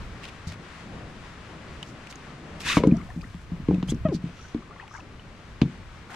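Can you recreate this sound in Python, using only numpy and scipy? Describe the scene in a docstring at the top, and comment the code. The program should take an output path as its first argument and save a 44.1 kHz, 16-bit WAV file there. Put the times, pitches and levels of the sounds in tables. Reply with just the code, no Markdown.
"""Angler in a small boat

In a sheltered creek a rubber boot skids, hissing, over a wet fibreglass deck; soles squeak by stick-slip.
Knees and boots thump the hollow hull into its normal modes, and bubbles resonate beside the boat.
Sleeves brush and gear ticks close to a microphone worn on the chest, all over a light breeze."""
import sys
import numpy as np
from scipy import signal
from scipy.fft import rfft, irfft
from scipy.io import wavfile
from scipy.ndimage import uniform_filter1d

SR = 44100
rng = np.random.default_rng(int(sys.argv[2]) if len(sys.argv) > 2 else 0)


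def persist_wave(psi):
    """Save psi, clipped to +-1, as 16-bit WAV."""
    counts = np.round(np.clip(psi, -1, 1) * 32767).astype(np.int16)
    wavfile.write(sys.argv[1], SR, np.atleast_2d(counts).T)


N = 271611

# blows on the hull: t/s, level/dB, flex f/Hz, panel f/Hz, panel level re flex/dB, slap level/dB
BLOWS = [(0.465, -26, 134, 86, 1, -59), (0.552, -33.5, 190, 110, -4, -62),
         (2.7674, -4.5, 220, 120, -14, -39), (2.7693, -11.5, 463, 460, -18, -50),
         (2.769, -23, 49, 65, -7, -59), (2.776, -18.5, 540, 593, -7, -31), (2.802, -18.5, 420, 227, 1, -36),
         (2.836, -7, 362, 520, -7, -21.5), (2.852, -16, 338, 150, 6.5, -44),
         (2.87, -3, 250, 190.3, -1.5, -30.5), (2.918, -5, 198, 222, -11, -40),
         (3.159, -26, 210, 171, -1.5, -50), (3.171, -26, 203, 175, 2, -65),
         (3.2459, -30.5, 194, 100, -16, -58), (3.343, -30, 200, 171, 1, -39),
         (3.5151, -22.5, 179, 173.7, 5, -58), (3.597, -27.5, 203, 140, -17, -67),
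         (3.6845, -8.5, 274, 156, -1, -31.5), (3.6966, -21, 210, 91, -13, -57),
         (3.7088, -11, 312, 184.5, 3.5, -38), (3.71, -18.5, 655, 600, -14, -61),
         (3.7356, -16.5, 247, 188, -2, -40), (3.778, -19, 194, 178, -3, -60),
         (3.8271, -17, 222, 182, -3, -25), (3.885, -26, 173, 146, 11.5, -33),
         (3.9193, -14, 264, 228.7, -10, -29.5), (3.933, -24, 266, 171, -27, -52),
         (3.949, -25.5, 227, 139, -22, -46), (4.0486, -12, 202, 181, -14, -35),
         (4.086, -19.5, 230, 142, 0.5, -33), (4.1445, -17, 213, 167.6, -3.5, -53),
         (4.2369, -19.5, 197, 168.3, -2, -54), (4.545, -16.5, 255, 237, -3, -33),
         (5.6155, -3.5, 229, 136, -12, -13.5), (5.629, -20, 260, 183, -12, -52)]
# normal modes of the hollow deck and hull: f/Hz, relative level/dB, T60/s
HULL_MODES = [(83, 6, 0.087), (133.7, 5, 0.21), (163.4, 6, 0.2), (182.7, 5.5, 0.27), (227, -3, 0.092),
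              (241.6, -6, 0.21), (299, 3, 0.073), (365, -12, 0.085), (452, 4.5, 0.057), (506, 1.5, 0.11),
              (664, -5.5, 0.22)]
# spectrum of a sole's slap: f/Hz, level/dB
SLAP_SPECTRUM = [(200, -25), (450, 5.5), (700, 5.5), (1100, 3), (1700, -7.5), (2500, -0.5), (3400, -1.5),
                 (4200, -6), (5500, -16.5), (6500, -13), (8000, -34), (15000, -53)]
# jolts that shake the gunwale fittings: t/s, level/dB
JOLTS = [(2.7693, -14.5), (2.836, -22.5), (3.685, -36.5), (3.7083, -39), (4.545, -45)]
# modes of those fittings: f/Hz, relative level/dB, T60/s
FITTING_MODES = [(963, 4, 0.036), (988, -5.5, 0.14), (1085, 8.5, 0.029), (1300, -9.5, 0.093),
                 (2243, -3, 0.057)]
# the boot speeds up, drags on and stops against the hull: t/s, level/dB, chatter f/Hz
SKID_PATH = [(2.59, -83, 797), (2.635, -44, 827), (2.66, -31, 859), (2.685, -25.5, 877),
             (2.722, -25.5, 907), (2.737, -30, 887), (2.776, -28.5, 742), (2.81, -48, 680),
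             (2.87, -99, 696)]
# spectrum of the wet sole's hiss: f/Hz, level/dB
SKID_SPECTRUM = [(300, -3), (600, -27), (950, -10.5), (1700, 1), (2600, 1.5), (3100, -3.5), (3650, -2),
                 (4300, -6), (6500, -9.5), (9000, -17), (15500, -34.5)]
# harmonics of its chatter, from the fundamental up: level/dB
CHATTER_HARMONICS = [-21, -2.5, 9.5, 6.5, -11]
# squeaks of a sole: t/s, duration/s, first slip f/Hz, last slip f/Hz, level/dB, roll-off/(dB per octave)
SQUEAKS = [(2.644, 0.031, 1726, 1625, -40, 16), (2.678, 0.035, 3560, 3720, -33.5, 20),
           (2.7, 0.035, 2540, 2650, -39, 22), (2.712, 0.015, 1850, 1940, -31, 18),
           (3.883, .028, 2960, 3640, -40.5, 11), (4.05, .027, 652, 604, -22.5, 14),
           (4.072, 0.045, 608, 500, -38.5, 11), (4.116, .031, 474, 236, -26, 20),
           (4.387, 0.0217, 1320, 1260, -48, 18), (4.437, 0.025, 1350, 1616, -48.5, 17)]
# single bubbles beside the hull: t/s, starting f/Hz, peak level/dB, upward glide/octaves
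PLOPS = [(2.913, 2400, -36, .1), (2.942, 636, -35.5, 0.16), (3.002, 1110, -41, .2),
         (3.089, 676, -41.5, 0.25), (3.103, 923, -43, 0.5), (3.103, 1770, -40, 0.00053),
         (3.231, 1080, -42, .55), (3.241, 1740, -40.5, 0.36), (4.622, 1080, -43.5, 0.34),
         (4.709, 1240, -40.5, -0.14), (4.798, 1710, -35.5, 0.28), (4.814, 2560, -45, .05),
         (4.911, 1130, -40.5, 0.2), (5.005, 2720, -41.5, -.1), (5.196, 2850, -43, .1)]
# bubble clouds: t/s, spread/s, rate/(1/s), level/dB, typical f/Hz, pitch spread/octaves
GURGLES = [(2.715, .026, 420, -34.5, 1607, 0.47), (2.989, .05, 220, -52, 1260, 0.37),
           (4.8, 0.075, 170, -52, 1126, .25), (4.801, .06, 150, -54.5, 2310, 0.29),
           (4.956, .022, 420, -46, 1415, 0.587), (6.13, 0.02, 700, -50, 1140, 0.49)]
# taps of hanging gear: t/s, level/dB, centre f/Hz
TICKS = [(1.828, -21.5, 3020), (3.945, -38, 5640), (2.07, -28, 2720), (2.125, -27.5, 2650),
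         (2.156, -33, 6360), (2.871, -30, 6800), (2.968, -35.5, 5540), (3.211, -33, 2570),
         (3.217, -37, 4800), (3.744, -29, 2540), (4.878, -36, 2840)]
# strokes of cloth and rubber: peak t/s, rise/s, fall/s, level/dB, centre f/Hz, width/octaves
RUBS = [(0.246, .019, 0.021, -42, 2820, 0.45), (.284, 0.0078, 0.012, -44, 2650, 0.62),
        (0.476, .005, 0.011, -45, 5140, 0.97), (.498, 0.02, 0.019, -47, 4070, 0.67),
        (.524, 0.0064, 0.022, -44.5, 2000, 0.87), (1.88, 0.033, .04, -56, 5450, .9),
        (2.11, 0.011, 0.009, -45, 5000, 1.1), (2.61, 0.0081, 0.023, -39, 2300, 2.2),
        (3.15, 0.49, 0.6, -65, 7000, 1.9), (3.895, .014, 0.023, -40, 2270, 3.3),
        (3.902, 0.0093, 0.013, -38, 7050, 0.33), (4.149, 0.018, 0.023, -45.5, 4320, 0.69),
        (4.42, 0.39, 0.16, -57.5, 2790, .6), (4.439, 0.088, 0.09, -58.5, 6000, 0.14),
        (4.954, 0.052, 0.056, -56, 5770, 0.31), (6.135, .041, .022, -44, 1550, 0.79)]
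# strength of the breeze in the mangroves: t/s, level/dB
WIND_LEVEL = [(0.0, -48.5), (2.43, -49), (2.81, -47.5), (3.1, -53.5), (3.55, -54), (3.93, -52),
              (4.7, -53.5), (6.16, -52)]
# airflow over the microphone, strongest while the angler moves: t/s, relative level/dB
BUFFET_LEVEL = [(0.0, -47), (0.15, -51), (.27, -55.5), (2.37, -61.5), (2.81, -52.5), (3.89, -43),
                (4.49, -56), (5.15, -54), (5.52, -50.5), (6.16, -58)]
# spectra of the leaves, the creek and the buffeting air: f/Hz, level/dB
LEAF_SPECTRUM = [(200, 2.5), (450, -11), (700, -1), (1100, 5.5), (1800, 2.5), (2600, -1.5), (4000, -7.5),
                 (6000, -13), (9000, -20.5), (10500, -28.5), (13000, -37), (15000, -62)]
CREEK_SPECTRUM = [(40, -7), (100, -2.5), (165, 0.5), (260, -5), (400, -8.5), (650, -12), (1100, -21.5),
                  (3000, -33.5), (8000, -77)]
BUFFET_SPECTRUM = [(12, -19), (28, -4.5), (65, -1), (110, -4), (220, -24), (800, -49), (8000, -62.5)]
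# balance of the deck sounds, their treble a little to the right: f/Hz, left minus right/dB
DECK_BALANCE = [(200, 1.14), (550, 2.5), (1100, 2.5), (2200, 2), (4500, -1), (9000, -1)]
# balance of the water and mangroves, which lie to the left: f/Hz, left minus right/dB
BANK_BALANCE = [(200, 0.5), (600, 3.5), (2300, 6), (4500, 2), (9000, 1)]


def knocks(slap_s=0.0012, echo_db=-14, echo_s=0.01, hardness=0.11):
    """Impact excitation: knees and boots thump the hull, and a harder contact gives a brighter slap."""
    out, t = np.zeros((2, N)), clock(0.5)
    for s, db, flex_hz, panel_hz, panel_db, slap_db in BLOWS:
        tilt = hardness * (slap_db + 10)  # dB per octave
        spectrum = [(hz, level + tilt * np.log2(hz / 1000)) for hz, level in SLAP_SPECTRUM]
        envelope = onset(t, 0.00048) * (np.exp(-t / slap_s) + undb(echo_db) * np.exp(-t / echo_s))
        slap = envelope * noise(len(t), spectrum, apart_hz=5000)
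        add(out, s, undb(db) * hull_thump(flex_hz, panel_hz, panel_db) + undb(slap_db) * slap)
    return out


def hull_thump(flex_hz, panel_hz, panel_db, sharpness=11, ring_db=-3, scatter_db=3.5, cavity_db=-9):
    """Modal response: one push flexes the deck; the panel underfoot, the hull and its cavity ring on."""
    t = clock(0.5)
    peak_s = 1.2 / flex_hz
    turn = 2 * np.pi * (t - peak_s)
    flex = (t / peak_s * np.exp(1 - t / peak_s)) ** sharpness * np.cos(flex_hz * turn)
    panel = onset(t, 0.015) * decay(t, t60=0.14) * np.cos(panel_hz * turn)
    body = np.zeros(len(t))
    for hz, db, t60 in HULL_MODES:
        # every spot on the deck drives the modes a little differently
        gain = undb(ring_db + db + scatter_db * rng.standard_normal())
        mode_hz = hz * (1 + 0.009 * rng.standard_normal())
        unity = 2 * np.log(1000) / (t60 * SR)  # scales the mode to a gain of one at resonance
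        body += gain * unity * decay(t, t60) * np.cos(2 * np.pi * mode_hz * t)
    cavity = rng.standard_normal(len(t)) * decay(t, t60=0.27)
    body += undb(cavity_db) * cavity / np.linalg.norm(cavity)
    body *= 1 - np.exp(-t / 0.0012)  # the bending wave takes a moment to spread
    return flex + undb(panel_db) * panel + signal.fftconvolve(flex, body)[:len(t)]


def rattles(detune=0.044):
    """Free vibration: jolted fittings on the gunwale ring in damped, inharmonic modes."""
    out, t = np.zeros(N), clock(0.5)
    for s, db in JOLTS:
        for hz, mode_db, t60 in FITTING_MODES:
            mode_hz = hz * (1 + detune * rng.standard_normal())
            ring = onset(t, 0.00048) * decay(t, t60) * np.sin(2 * np.pi * mode_hz * t)
            add(out, s, undb(db + mode_db) * ring / 2)
    return out


def skid(jitter=0.055, hiss_db=-1, chatter_db=-7, grain_db=1):
    """Sliding friction: a wet sole hisses on the textured deck; its chatter rises in pitch with speed."""
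    db, hz = curves(SKID_PATH)
    phase = phase_of(hz * (1 + jitter * walk(N, 1200)))
    chatter = unit(sum(undb(level) * walk(N, 150) * np.sin(k * phase)
                       for k, level in enumerate(CHATTER_HARMONICS, 1)))
    hiss = noise(N, SKID_SPECTRUM, apart_hz=3880)
    grain = unit(undb(grain_db * walk(N, 900)))
    return undb(db) * (undb(hiss_db) * hiss + undb(chatter_db) * chatter) * grain


def squeaks(jitter=0.026, shimmer_db=2, attack_s=0.0055, release_s=0.0054):
    """Stick-slip oscillation: a sole's pitch follows its speed, down to a groan as it comes to rest."""
    out = np.zeros(N)
    for s, length, first_hz, last_hz, db, rolloff_db in SQUEAKS:
        t = clock(length)
        hz = first_hz * (last_hz / first_hz) ** (t / length)
        phase = phase_of(hz * (1 + jitter * walk(len(t), 764)))
        tone = sum(undb(-rolloff_db * np.log2(k)) * np.sin(k * phase) / (1 + (k * hz / 9000) ** 6)
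                   for k in range(1, 6))
        sliding = np.clip(np.minimum(t / attack_s, (length - t) / release_s), 0, 1)
        add(out, s, np.sqrt(2) * tone * sliding * undb(db + shimmer_db * walk(len(t), 217)))
    return out


def water(plop_cycles=16, gurgle_cycles=12, scatter_db=3, rise_octaves=0.089, pan_db=4):
    """Bubble resonance: plops and gurgles by the hull and under the sole; larger bubbles ring longer."""
    out = np.zeros((2, N))
    for s, hz, db, glide in PLOPS:
        add(out, s, undb(db) * bubble(hz, plop_cycles / hz, glide))
    for s, spread, rate, db, hz, octaves in GURGLES:
        deviations = np.clip(rng.standard_normal((int(3 * spread * rate), 5)), -2, 2)
        for when, height, loudness, glide, pan in deviations:
            pitch = hz * 2 ** (octaves * height)
            gain = undb(db + scatter_db * loudness + pan_db * pan * np.array([[1], [-1]]))
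            ring = bubble(pitch, gurgle_cycles / pitch, rise_octaves * (1 + glide))
            add(out, s + spread * when, gain * ring)
    return out


def bubble(hz, ring_s, glide_octaves, swell=0.028, damping=1.8, wobble=0.011):
    """Volume pulsation: an air pocket rings, wobbles and glides in pitch as the water closes over it."""
    age = clock(2 * ring_s) / ring_s
    pitch = hz * 2 ** (glide_octaves * np.minimum(age, 1)) * (1 + wobble * walk(len(age), 700))
    envelope = (1 - np.exp(-age / swell)) * np.exp(-damping * age ** 2)
    return envelope / envelope.max() * np.sin(phase_of(pitch))


def ticks(decay_s=0.0028):
    """Damped resonance: plastic buckles and a hanging remote control tap, each in one narrow band."""
    out, t = np.zeros((2, N)), clock(0.052)
    tap = onset(t, 0.0005) * np.exp(-t / decay_s)
    for s, db, hz in TICKS:
        band = noise(len(t), resonance(hz, octaves=0.088, skirt_db=9), apart_hz=3000)
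        add(out, s, undb(db) * tap * band / 2)
    return out


def rubs(grain_db=3.5):
    """Friction noise: sleeves, trousers and soles brush in grainy strokes that swell and fade."""
    out, t = np.zeros((2, N)), clock(0.5) - 0.2  # each stroke peaks at t = 0
    for s, rise, fall, db, hz, octaves in RUBS:
        stroke = np.exp(-(t / np.where(t < 0, rise, fall)) ** 2)
        grain = unit(undb(grain_db * walk(len(t), 900)))
        band = noise(len(t), resonance(hz, octaves), apart_hz=2400)
        add(out, s + t[0], undb(db) * stroke * grain * band)
    return out


def breeze(flutter_db=1, lap_db=2, gust_db=2.5, usual_wind_db=-51.5, murmur_growth=0.32):
    """Turbulent flow: leaves hiss, the creek murmurs with the wind, and gusts buffet the microphone."""
    (wind_db,), (buffet_db,) = curves(WIND_LEVEL), curves(BUFFET_LEVEL)
    leaves = noise(N, LEAF_SPECTRUM, apart_hz=1850) * undb(wind_db + 0.5 + flutter_db * walk(N, 13))
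    murmur_db = wind_db + 3.5 + murmur_growth * (wind_db - usual_wind_db)
    murmur = noise(N, CREEK_SPECTRUM, apart_hz=1600) * undb(murmur_db + lap_db * walk(N, 12))
    buffet = noise(N, BUFFET_SPECTRUM, apart_hz=1010, least_width=0.16)
    buffet *= undb(buffet_db + 7 + gust_db * walk(N, 6.6))
    return leaves + murmur + buffet


def undb(db):
    """Amplitude ratio of a level in decibels."""
    return 10 ** (np.asarray(db) / 20)


def unit(x):
    """Normalisation to an rms of one."""
    return x / np.sqrt(np.mean(x ** 2))


def clock(seconds):
    """Time axis of one event."""
    return np.arange(int(seconds * SR)) / SR


def onset(t, rise_s):
    """Smooth growth from zero to one."""
    return 1 - np.exp(-(t / rise_s) ** 2)


def decay(t, t60):
    """Exponential damping, by 60 dB in t60 seconds."""
    return np.exp(-np.log(1000) * t / t60)


def phase_of(hz):
    """Phase as the time integral of frequency."""
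    return 2 * np.pi * np.cumsum(hz) / SR


def curves(table):
    """Linear interpolation of each later column against the first, t/s."""
    s, *columns = np.transpose(table)
    return [np.interp(np.arange(N) / SR, s, column) for column in columns]


def add(out, s, sound):
    """Superposition of a sound starting at s seconds."""
    i = int(s * SR)
    out[..., i:i + sound.shape[-1]] += sound[..., :max(N - i, 0)]


def walk(n, rate):
    """Random modulation of unit rms, sliding to a new value rate times a second."""
    hold = max(int(SR / rate), 1)
    steps = np.repeat(rng.standard_normal(n // hold + 1), hold)
    return unit(uniform_filter1d(steps, hold)[:n])


def noise(n, spectrum, apart_hz, least_width=0.041):
    """Partially coherent stereo noise: the two sides grow unlike as frequency rises towards apart_hz."""
    f = np.fft.rfftfreq(n, 1 / SR) + 1
    hz, db = np.transpose(spectrum)
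    mid, side = rfft(rng.standard_normal((2, n))) * undb(np.interp(np.log(f), np.log(hz), db))
    side *= np.clip(least_width + f / (f + apart_hz), 0, 1)
    return unit(irfft(np.array([mid + side, mid - side]), n))


def resonance(hz, octaves, skirt_db=12):
    """Resonance curve with the bass cut and the microphone's dull top, as rows of f/Hz, level/dB."""
    f = np.geomspace(50, SR / 2, 60)
    peak_db = -skirt_db * np.log10(1 + (np.log2(f / hz) / (octaves / 2)) ** 2)
    loss_db = 10 * np.log10(1 + (f / 8000) ** 6 + (500 / f) ** 4)
    return np.column_stack([f, peak_db - loss_db])


def place(x, balance, left_lag_s=0.00002):
    """Localisation by level and time differences between the left and right microphones."""
    f = np.fft.rfftfreq(N, 1 / SR)
    hz, db = np.transpose(balance)
    difference_db = np.interp(np.log(f + 1), np.log(hz), db)
    left = undb(difference_db / 2) * np.exp(-1j * np.pi * f * left_lag_s)
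    return irfft(rfft(x) * np.array([left, 1 / left]), N)


def scene():
    """Superposition of close sources in the open air: the deck underfoot, the creek to the left."""
    deck = knocks() + rattles() + skid() + squeaks() + rubs() + ticks()
    return place(deck, DECK_BALANCE) + place(water() + breeze(), BANK_BALANCE)


def record(dry, ceiling=1.08, top_hz=15150):
    """Soft saturation rounds the loudest thumps, and a steep low-pass filter cuts the top."""
    lowpass = signal.ellip(8, 0.2, 70, top_hz, fs=SR, output="sos")
    return signal.sosfilt(lowpass, ceiling * np.tanh(dry / ceiling))


dry = scene()
out = record(dry)
persist_wave(out)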